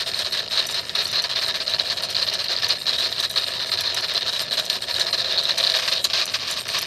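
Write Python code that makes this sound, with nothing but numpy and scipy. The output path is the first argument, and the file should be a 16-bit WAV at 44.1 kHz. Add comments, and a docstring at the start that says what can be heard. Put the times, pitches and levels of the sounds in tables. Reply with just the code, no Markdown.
"""Fast tinny chatter with bright knocks: a toy steam tractor rolls over concrete close by.
Piston strokes load a tin gear train, whose teeth ring the body by touches and short tone bursts.
Loose steel links tink as decaying sines; wheels grind on grit as noise touches; far traffic rumbles.
Wheel scrape runs throughout and peaks near the end, as a hand grips the roof and drags the wheels round.
One microphone feeds both channels."""
import sys
import numpy as np
from scipy import signal
from scipy.fft import rfft, irfft, next_fast_len
from scipy.io import wavfile
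from scipy.ndimage import uniform_filter1d, map_coordinates

SR = 44100
rng = np.random.default_rng(int(sys.argv[2]) if len(sys.argv) > 2 else 0)


def transcribe(signal):
    """Save signal, clipped to [-1, 1], as a 16-bit WAV file at the path in sys.argv[1]."""
    frames = np.atleast_2d(signal).T
    limited = np.clip(frames, -1, 1)
    pcm = np.round(limited * 32767).astype(np.int16)
    wavfile.write(sys.argv[1], SR, pcm)


N = 302526

# Engine drive, interpolated: time_s, grind_db, boiler_db, roof_db, small_parts_db
RUNNING_LEVELS = [(0, -34, -16.5, -13, -17), (1.2, -33, -17, -10.5, -23.5), (2, -35, -13.5, -13, -19.5),
                  (2.7, -33.5, -17, -12.5, -23), (3.2, -35, -15.5, -12, -19.5),
                  (3.8, -33.5, -16.5, -11, -24), (4.7, -34.5, -15, -12.5, -18),
                  (5.4, -35, -13.5, -11.5, -24), (5.75, -38.5, -10.5, -9.5, -17.5),
                  (6.051, -40, -16, -15, -21.5), (6.5, -37, -16, -12, -18.5),
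                  (6.86, -33.5, -18.5, -10.5, -16.5)]
# Piston strokes and drags: start_s, load_db, hold_s
PISTON_STROKES = [(0.0, -22.5, 0.011), (0.061, -25.0, 0.018), (0.134, -26.5, 0.048), (0.188, -23, 0.019),
                  (0.244, -24.5, 0.022), (0.319, -24, 0.029), (0.368, -23, 0.021), (0.418, -41, 0.033),
                  (0.507, -23.5, 0.056), (0.573, -20.0, 0.019), (0.612, -32.5, 0.043), (0.682, -31, 0.038),
                  (0.741, -23, 0.044), (0.832, -35, 0.0), (0.87, -37, 0.068), (0.948, -22.5, 0.0094),
                  (0.979, -21.5, 0.03), (1.046, -33, 0.06), (1.126, -21.5, 0.057), (1.237, -20, 0.00079),
                  (1.291, -22, 0.021), (1.352, -21.5, 0.025), (1.414, -20.5, 0.015), (1.479, -21, 0.013),
                  (1.54, -20, 0.01), (1.6, -23.0, 0.012), (1.662, -24.5, 0.056), (1.735, -24.5, 0.0),
                  (1.786, -20.5, 0.014), (1.847, -26, 0.033), (1.897, -22, 0.019), (1.969, -24, 0.0052),
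                  (2.023, -23.0, 0.018), (2.085, -24.0, 0.017), (2.145, -22.5, 0.044), (2.211, -21, 0.0098),
                  (2.266, -22.5, 0.019), (2.325, -21, 0.017), (2.387, -21, 0.018), (2.439, -26.5, 0.014),
                  (2.481, -38, 0.0), (2.499, -19.5, 0.023), (2.567, -28, 0.025), (2.62, -19.5, 0.024),
                  (2.689, -18, 0.019), (2.749, -31, 0), (2.809, -39, 0.0074), (2.866, -20.0, 0.027),
                  (2.927, -21.5, 0.017), (2.981, -22.5, 0.016), (3.019, -21.5, 0.042),
                  (3.104, -30.0, 0.057), (3.179, -22, 0.014), (3.225, -20, 0.015), (3.297, -28, 0.0),
                  (3.358, -17.5, 0.015), (3.41, -25.5, 0.014), (3.466, -27, 0.047), (3.535, -27.5, 0.026),
                  (3.593, -24, 0.025), (3.659, -27.5, 0.017), (3.714, -20, 0.016), (3.772, -22.0, 0.028),
                  (3.833, -23.0, 0.034), (3.891, -28.5, 0.055), (3.963, -20.5, 0.017), (4.021, -22, 0.017),
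                  (4.08, -24, 0.032), (4.146, -21, 0.02), (4.206, -27, 0.0056), (4.262, -21.5, 0.022),
                  (4.324, -24, 0.039), (4.392, -22.5, 0.014), (4.436, -36, 0.024), (4.508, -21, 0.026),
                  (4.57, -18.5, 0.018), (4.633, -30.5, 0.0073), (4.658, -34, 0.0), (4.693, -24.5, 0.044),
                  (4.753, -23.5, 0.0035), (4.819, -25.5, 0.0091), (4.864, -31.5, 0.0), (4.881, -23, 0.02),
                  (4.939, -24, 0.024), (4.995, -19.5, 0.016), (5.064, -22.5, 0.01), (5.128, -17.5, 0.0059),
                  (5.175, -22.5, 0.034), (5.243, -25, 0.059), (5.307, -24, 0.045), (5.378, -20, 0.012),
                  (5.43, -27, 0.05), (5.487, -25, 0.022), (5.572, -22.0, 0.024), (5.626, -22.5, 0.016),
                  (5.663, -23.5, 0.0072), (5.689, -23.5, 0.02), (5.738, -19, 0.02), (5.785, -22, 0),
                  (5.818, -25.0, 0.0075), (5.845, -31.5, 0.0082), (5.875, -19.5, 0), (5.913, -21.5, 0.016),
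                  (5.952, -26, 0.04), (6.04, -19.0, 0.0), (6.097, -25, 0.0), (6.131, -20, 0.087),
                  (6.276, -34.5, 0.0099), (6.295, -37.5, 0.024), (6.337, -19.5, 0.0049),
                  (6.395, -29.5, 0.07), (6.474, -25.5, 0.055), (6.561, -25.0, 0.019), (6.678, -28, 0.04),
                  (6.735, -21.5, 0.037), (6.808, -32.5, 0.02)]
# Hardest tooth knocks: centre_s, level_db, length_ms
TOOTH_KNOCKS = [(0.1458, -12.5, 2.2), (0.1759, -16, 1.3), (0.248, -14, 1.4), (0.2641, -13, 1.5),
                (0.3312, -13.5, 1.6), (0.3948, -12, 1.5), (0.484, -15, 0.6), (0.654, -17, 1.8),
                (0.8953, -9.5, 0.55), (0.9544, -12, 1.6), (1.057, -13.5, 3), (1.204, -15, 0.6),
                (1.2408, -12.5, 0.6), (1.396, -13, 0.6), (1.4479, -17, 0.54), (1.68, -9.5, 1.8),
                (1.7381, -10, 1.65), (1.7473, -6, 1), (1.7987, -7, 2), (2.153, -7.5, 0.7), (2.167, -5, 1.1),
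                (2.2278, -6, 2), (2.288, -12.5, 1.5), (2.34, -17, 1), (2.445, -13.5, 1.6),
                (2.4845, -12, 1.14), (2.5656, -9, 1.4), (2.587, -9, 0.84), (2.6462, -8, 2.2),
                (2.703, -9, 1.03), (2.707, -8, 0.7), (2.82, -14, 1.2), (2.868, -10, 0.79), (2.894, -7, 1.6),
                (2.9336, -8, 0.55), (2.9495, -20, 1.36), (2.964, -12, 0.47), (3.127, -9, 1.0),
                (3.2015, -11.5, 1.5), (3.252, -9, 1.7), (3.3038, -16, 1.6), (3.3314, -18, 0.4),
                (3.3596, -13, 1.1), (3.3771, -5, 1.2), (3.3825, -12, 0.54), (3.4428, -8.5, 0.9),
                (3.4842, -11, 1.0), (3.6388, -15, 0.9), (3.739, -8.5, 1.3), (3.7897, -8, 0.94),
                (3.8604, -11, 1.5), (3.972, -10, 0.54), (4.0627, -18, 1.1), (4.1584, -13, 1.3),
                (4.1783, -2, 0.43), (4.23, -11, 0.87), (4.2821, -11, 0.9), (4.2918, -11, 0.71),
                (4.3024, -16, 1.0), (4.333, -13, 0.66), (4.395, -4.5, 0.29), (4.5099, -20, 1.1),
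                (4.5297, -8, 1.5), (4.6646, -12, 0.46), (4.7005, 0, 0.35), (4.7084, -11, 1.0),
                (4.7305, -12, 0.57), (4.823, -13.5, 1.8), (4.964, -11, 1.3), (5.0106, -11, 1.8),
                (5.0153, -5, 1.24), (5.0688, -19, 1.0), (5.1297, -9, 1.4), (5.1395, -13, 1.1),
                (5.2015, -12.5, 1.64), (5.2074, -10, 1.13), (5.2467, -11.5, 1.0), (5.325, -9, 1.44),
                (5.3768, -8, 0.97), (5.3815, -9, 1.3), (5.3871, -8, 1.5), (5.393, -9, 1.3),
                (5.4548, -6.5, 1.6), (5.496, -8, 1.1), (5.508, -6, 1.5), (5.5135, -10, 1.7),
                (5.5778, -12, 1.1), (5.5855, -10, 1.6), (5.6078, -7.5, 1.1), (5.64, -9, 1.1),
                (5.6443, -7, 0.95), (5.6495, -5, 0.7), (5.6693, -9, 1.5), (5.6742, -5, 1.1), (5.7, -4, 0.8),
                (5.7205, -8, 0.62), (5.751, -8, 0.6), (5.8552, -14, 0.75), (5.8926, -13, 0.91),
                (5.9151, -14, 0.53), (5.9264, -5, 0.76), (5.9651, -12, 0.66), (5.9807, -8, 0.42),
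                (6.0471, -5, 1.3), (6.0536, -16, 0.93), (6.0712, -15, 0.6), (6.137, -15, 0.71),
                (6.2985, -14, 0.64), (6.3432, -12, 0.9), (6.6103, -16, 0.9)]
# Main shell note as it turns past the microphone: time_s, pitch_hz
SHELL_PITCH = [(0, 4080), (1.2, 4180), (2.3, 4200), (3.3, 4160), (4.2, 4080), (5.3, 4060), (5.9, 4104),
               (6.86, 4320)]
# Hand damps the tin, wheels scrape: time_s, scrape_share (0-1)
HAND_GRIP = [(0, 0.18), (5.4, 0.13), (5.56, 0.45), (5.72, 0.24), (5.849, 1), (6, 0.05), (6.13, 0.64),
             (6.25, 0.3), (6.35, 1), (6.451, 0.42), (6.6, 0.47), (6.72, 0.5), (6.86, .7)]
# Bright tin modes: centre_hz, width_hz, relative_level_db
SHELL_MODES = [(2150, 120, -38), (2630, 140, -15), (2930, 260, -10.5), (3370, 120, -2.5), (3722, 118, 2.5),
               (3903, 233, 3.5), (4143, 164, 4.5), (4980, 69, -17), (4700, 380, -28), (5280, 290, -11.5),
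               (5850, 50, -14), (6190, 270, -28.5)]
# Roof modes: centre_hz, width_hz, relative_level_db
ROOF_MODES = [(961, 35, -3.5), (1224, 210, -5), (1453, 370, -7.5), (1740, 147, 1)]
# Boiler modes: centre_hz, width_hz, relative_level_db
BOILER_MODES = [(514, 84, -2), (658, 91, 0)]
# Frame modes: centre_hz, width_hz, relative_level_db
FRAME_MODES = [(366, 31, -2), (455, 75, -1.5)]
# Small steel parts: centre_hz, width_hz, relative_level_db
SMALL_PART_MODES = [(7090, 84, 6), (7360, 310, -0.5), (8455, 230, 7), (9200, 330, 2), (9700, 410, -3.5),
                    (11100, 140, -4.5), (11770, 160, -4), (12620, 68, 9), (13000, 210, -21),
                    (13900, 690, -10.5)]
# Wheels on concrete, spectrum: frequency_hz, relative_density_db
SCRAPE_SPECTRUM = [(700, -29.5), (950, -9), (1150, 0), (1400, -14.5), (1580, -1.5), (1900, -9),
                   (2200, -7.5), (2450, -1.5), (2900, -3.5), (3900, 1), (4800, -1), (6000, -9), (8000, -29),
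                   (12000, -34.5)]
# Loose link tinks: start_s, relative_level_db, strongest_pitch_hz
LINK_TINKS = [(0.189, -22.5, 8500), (0.3264, -22, 5760), (0.667, -19, 5930), (0.71, -18.5, 7240),
              (.7427, -27, 6000), (.9537, -23.5, 5790), (1.046, -20, 5760), (1.0735, -17.5, 5720),
              (1.1149, -27, 5910), (1.2212, -24, 5950), (1.478, -22, 5730), (1.6945, -26, 6000),
              (2.0213, -30, 8640), (2.0338, -22, 5770), (2.1014, -22, 5700), (2.3365, -21.5, 5860),
              (2.6843, -20.5, 5950), (2.8673, -37, 5640), (3.2029, -17, 6060), (3.2954, -26.5, 9240),
              (3.309, -20, 13360), (3.3647, -33, 5900), (3.6636, -28, 5950), (3.7763, -29, 6190),
              (3.808, -16.5, 5620), (3.9439, -20.5, 5930), (4.0073, -24, 5730), (4.137, -25, 8150),
              (4.416, -24, 12500), (4.593, -23, 12500), (4.6524, -21.5, 6040), (4.6999, -21, 5700),
              (4.817, -25.5, 8420), (4.996, -19.5, 5860), (5.1337, -34, 5840), (5.4335, -25, 5840),
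              (5.5797, -18.5, 6200), (5.7004, -24, 5850), (5.8378, -34, 5820), (6.0428, -11, 6620),
              (6.254, -17, 6000), (6.509, -14, 7180), (6.6813, -26, 5910), (6.7863, -14.5, 5980),
              (6.817, -21, 12500)]
# Steel link ringing: pitch_hz, relative_level_db, t60_s
LINK_RINGS = [(5950, 0, 0.12), (6800, -8, 0.04), (7100, -9.5, 0.19), (7830, 1, 0.028), (8450, -2.5, 0.07),
              (9260, -1, 0.06), (11150, -7, 0.091), (12500, -5, 0.052), (14200, -3, 0.022)]
# Far traffic spectrum: frequency_hz, relative_density_db
TRAFFIC_SPECTRUM = [(15, -45), (25, -10), (38, -20.5), (75, -0.5), (102, 1), (260, -5), (290, -8),
                    (330, -11.5), (430, -46), (730, -120)]

TEETH_PER_S = 197
BITE_S, BITE_SHARE, RISE_S, FALL_T60_S = 0.0033, 0.89, 0.012, 0.088  # stroke envelope
SLACK_S, FIRM_GAP_S = 0.003, 0.0102  # slack before the first firm tooth; gap between firm teeth
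KNOCK_SPREAD = 0.037  # log-pitch scatter
OTHER_NOTES_DB = -7.5  # other link notes and crack, before their own gains
TRAFFIC_DB = -48.5
ROLL_HZ, TOP_HZ = 14100, 15100


def engine():
    """Tooth chatter, wheel grind and knocks excite the resonances of one tin body."""
    time_s = np.arange(N) / SR
    running_s, *columns = np.transpose(RUNNING_LEVELS)
    grind_db, boiler_db, roof_db, small_parts_db = [np.interp(time_s, running_s, c) for c in columns]
    grip = np.clip(np.interp(time_s, *np.transpose(HAND_GRIP)), 0, 1)
    free, dragged = np.sqrt(1 - grip), np.sqrt(grip)
    force = stroke_load()
    chatter = gear_chatter(force)
    grind = wheel_grind(grind_db)
    heave = uniform_filter1d(force, SR // 70) * rng.standard_normal(N)  # heavy boiler follows load slowly
    simmer = amp(-34) * rng.standard_normal(N)  # boiler hums on between strokes
    hiss = amp(-29.5 + 4.9 * wobble(25)) * rng.standard_normal(N)

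    light_teeth = 0.34 * force * teeth(TEETH_PER_S, spread=0.1, scatter_db=2, ms=1.14)
    rings = free * (light_teeth + firm_teeth(force)) + knocks()
    shell = 0.82 * shifting(SHELL_MODES, free * (chatter + grind), vary_db=2.5)
    scrape = wheel_scrape(force, chatter, grind, dragged)
    boiler_force = amp(boiler_db) * (0.24 * chatter + 0.75 * heave + 2 * grind + simmer)
    boiler = through(modes(BOILER_MODES), boiler_force)
    frame_force = amp(-21.5) * (0.5 * chatter + 0.62 * heave + 2.4 * grind)
    frame = through(modes(FRAME_MODES), frame_force)
    roof = shifting(ROOF_MODES, amp(roof_db) * (1.26 * chatter + 1.8 * grind), vary_db=0.95)
    small_parts = through(small_part_response, amp(small_parts_db) * (0.83 * chatter + hiss))
    return rings + shell + scrape + boiler + frame + roof + small_parts


def stroke_load():
    """Gear force: bites at each stroke, swells, holds and dies away."""
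    force, t = np.zeros(N + SR), np.arange(SR // 3) / SR
    bite = np.minimum(t / BITE_S, 1)
    swell = BITE_SHARE + (1 - BITE_SHARE) * np.minimum(t / RISE_S, 1)
    for start_s, load_db, hold_s in PISTON_STROKES:
        fall_db = -60 * np.maximum(t - RISE_S - hold_s, 0) / FALL_T60_S
        force[round(start_s * SR):][:len(t)] += bite * swell * amp(load_db + fall_db)
    return force[:N]


def gear_chatter(force):
    """Loaded teeth rattle as they land amid gritty touches; hard knocks add jolts."""
    rebounds = contacts(TEETH_PER_S, jitter=0.24, scatter_db=3.5, touch_s=0.00074)
    grit = contacts(600, jitter=0.924, scatter_db=0.5, touch_s=0.00029)
    return force * (0.45 * rebounds + 0.5 * grit) + jolts()


def jolts():
    """Hard knocks jolt the whole body with short noise bursts."""
    centre_s, level_db = np.transpose(TOOTH_KNOCKS)[:2]
    at = np.round((centre_s - 0.001) * SR).astype(int)
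    gate = signal.fftconvolve(np.bincount(at, amp(level_db - 18), N), bump(0.0006))[:N]
    return gate * rng.standard_normal(N)


def knocks():
    """The hardest teeth ring the shell near its main note."""
    centre_s, level_db, length_ms = np.transpose(TOOTH_KNOCKS)
    pitch_hz = shell_note(centre_s, KNOCK_SPREAD, rng.standard_normal(len(centre_s)))
    return blips(centre_s, level_db, pitch_hz, length_ms)


def firm_teeth(force):
    """From each stroke's start about every second tooth lands harder, its level following the load."""
    start_s = np.transpose(PISTON_STROKES)[0]
    step = np.arange(12)
    s = start_s[:, None] + SLACK_S + step * FIRM_GAP_S
    late, size, pitch, length = rng.standard_normal((len(start_s), len(step), 4)).transpose(2, 0, 1)
    on = s < np.append(start_s[1:], N / SR)[:, None]  # stop at the next stroke
    s = s + 0.0012 * late
    load_db = 20 * np.log10(force[np.clip((s * SR).astype(int), 0, N - 1)] + 1e-6)
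    level_db = load_db + 3 + 3 * size + 3 * (step == 0)
    pitch_hz = shell_note(s, KNOCK_SPREAD, pitch)
    length_ms = 0.98 * np.exp(0.44 * length)
    return blips(s[on], level_db[on], pitch_hz[on], length_ms[on])


def teeth(rate_hz, spread, scatter_db, ms):
    """Every tooth rings another part of the shell; rms 1."""
    count = int(rate_hz * N / SR)
    late, size, pitch, length = rng.standard_normal((count, 4)).T
    s = (np.arange(count) + 0.22 * late) / rate_hz
    return unit(blips(s, scatter_db * size, shell_note(s, spread, pitch), ms * np.exp(0.64 * length)))


def shell_note(s, spread, draw):
    """Note of a tooth landing at s, scattered about the shell's main note."""
    return np.interp(s, *np.transpose(SHELL_PITCH)) * np.exp(spread * draw)


def blips(s, level_db, pitch_hz, length_ms):
    """Short swelling and fading shell rings, one per contact."""
    t = np.arange(-150, 150) / SR
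    shape = np.exp(-4 * np.log(2) * (1000 * t / length_ms[:, None]) ** 2)  # length = width at half height
    cycles = pitch_hz[:, None] * t + rng.random((len(s), 1))
    ring = amp(level_db)[:, None] * shape * np.sin(2 * np.pi * cycles)
    at = np.clip(np.round((s[:, None] + t) * SR), 0, N - 1).astype(int)
    return np.bincount(at.ravel(), ring.ravel(), N)


def small_part_response(hz):
    """Small steel parts resonate high and radiate low tones weakly."""
    high_pass = hz ** 2 / (hz ** 2 - 6000 ** 2 - 1j * hz * 6000)
    return modes(SMALL_PART_MODES)(hz) * high_pass


def wheel_grind(grind_db):
    """Wheels crush grit: irregular touches at a fluctuating level."""
    touches = contacts(500, jitter=1.0, scatter_db=7.5, touch_s=0.00079)
    return amp(grind_db + 3.15 * np.tanh(wobble(40))) * touches


def wheel_scrape(force, chatter, grind, dragged):
    """Skidding rims meet dense grit, coloured by wheels on concrete."""
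    rub = force * contacts(2500, jitter=1, scatter_db=4.0, touch_s=0.00025)
    colour = rfft(causal(SCRAPE_SPECTRUM))
    response = lambda hz: np.interp(hz, np.linspace(0, SR / 2, len(colour)), colour)
    return through(response, dragged * (0.95 * chatter + 0.86 * rub + 1.66 * grind))


def links():
    """Each tink rings loose steel, strongest near its own note, with crack and rattle."""
    out, t = np.zeros(N + SR), np.arange(SR // 8) / SR
    for start_s, level_db, pitch_hz in LINK_TINKS:
        ring = np.zeros(len(t))
        for (ring_hz, ring_db, t60_s), more_db in zip(LINK_RINGS, rng.normal(0, 3, len(LINK_RINGS))):
            ring += amp(ring_db + more_db - 60 * t / t60_s) * np.sin(2 * np.pi * ring_hz * t)
        note = 0.9 * amp(-60 * t / 0.04) * np.sin(2 * np.pi * pitch_hz * t)
        crack = 1.94 * amp(-60 * t / 0.016) * np.diff(rng.standard_normal(len(t) + 1))
        rattle = 1 + 0.6 * unit(uniform_filter1d(rng.standard_normal(len(t)), size=60))
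        tink = rattle * (amp(OTHER_NOTES_DB) * (0.81 * ring + crack) + note)
        onset = 1 - np.exp(-t / 0.00079)
        out[round(start_s * SR):][:len(t)] += amp(level_db - 6.5) * tink * onset
    return out[:N]


def traffic():
    """Far, nearly steady rumble: noise shaped by a fixed spectrum."""
    rumble = filtered(rng.standard_normal(N), lambda hz: amp(along(TRAFFIC_SPECTRUM, hz)))
    return amp(TRAFFIC_DB + 0.14 * wobble(2.34)) * unit(rumble)


def contacts(rate_hz, jitter, scatter_db, touch_s):
    """Brief metal touches, unevenly timed and sized, gate noise; rms 1."""
    count = int(rate_hz * N / SR)
    late, size = rng.standard_normal((count, 2)).T
    at = np.clip((np.arange(count) + jitter * late) * SR / rate_hz, 0, N - 1).astype(int)
    strength = amp(scatter_db * np.tanh(size / 2) * 2)
    gate = signal.fftconvolve(np.bincount(at, strength, N), bump(touch_s))[:N]
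    return unit(gate * rng.standard_normal(N))


def bump(touch_s):
    """Contact force: swells for touch_s, then fades."""
    u = np.arange(SR // 50) / SR / touch_s
    return u * np.exp(1 - u)


def shifting(table, force, vary_db):
    """Blows land on other spots, so each mode is driven at its own changing strength."""
    hz = np.linspace(0, SR / 2, 2 ** 12)
    total = np.zeros(N)
    for k, mode in enumerate(table):
        drive = amp(vary_db * wobble(18)) * force
        total += (-1) ** k * filtered(drive, modes([mode]))
    return total / np.sqrt(np.mean(np.abs(modes(table)(hz)) ** 2))


def through(response, force):
    """Force heard through a body that passes white noise at unit gain."""
    hz = np.linspace(0, SR / 2, 2 ** 12)
    return filtered(force, response) / np.sqrt(np.mean(np.abs(response(hz)) ** 2))


def modes(table):
    """Response of summed causal resonances with alternating sign."""
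    def response(hz):
        return sum((-1) ** k * amp(db) * 1j * hz * width / (centre ** 2 - hz ** 2 + 1j * hz * width)
                   for k, (centre, width, db) in enumerate(table))
    return response


def causal(spectrum):
    """Minimum-phase impulse response of a spectrum, by folding its cepstrum."""
    size = 2 ** 11
    level = amp(along(spectrum, np.fft.rfftfreq(size, 1 / SR)))
    cepstrum = irfft(np.log(level + 1e-6), size)
    cepstrum[1:size // 2] *= 2
    cepstrum[size // 2 + 1:] = 0
    return irfft(np.exp(rfft(cepstrum)), size)


def filtered(x, response):
    """Apply a complex frequency response, zero-padded."""
    m = next_fast_len(N + SR // 2)
    return irfft(rfft(x, m) * response(np.fft.rfftfreq(m, 1 / SR)), m)[..., :N]


def along(points, hz):
    """Interpolate (frequency_hz, value) points on a log-frequency axis."""
    f, v = np.transpose(points)
    return np.interp(np.log(hz + 1), np.log(f + 1), v)


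def wobble(rate_hz):
    """Smooth random curve, rate_hz knots a second."""
    knots = rng.standard_normal(int(N * rate_hz / SR) + 4)
    return map_coordinates(knots, [np.arange(N) * rate_hz / SR])


def amp(db):
    """Decibels to amplitude."""
    return 10 ** (np.asarray(db) / 20)


def unit(x):
    """Scale to rms 1."""
    return x / np.sqrt(np.mean(x ** 2) + 1e-20)


def scene():
    """Sum all sources; the same signal in both channels."""
    return np.tile(engine() + links() + traffic(), (2, 1))


def record(dry):
    """Round off the highest peaks, fade above ROLL_HZ and keep nothing from TOP_HZ up."""
    soft = dry / (1 + np.abs(dry / 0.93) ** 6) ** (1 / 6)
    return filtered(soft, lambda hz: amp(-0.02 * np.maximum(hz - ROLL_HZ, 0)) * (hz < TOP_HZ))


dry = scene()
out = record(dry)
transcribe(out)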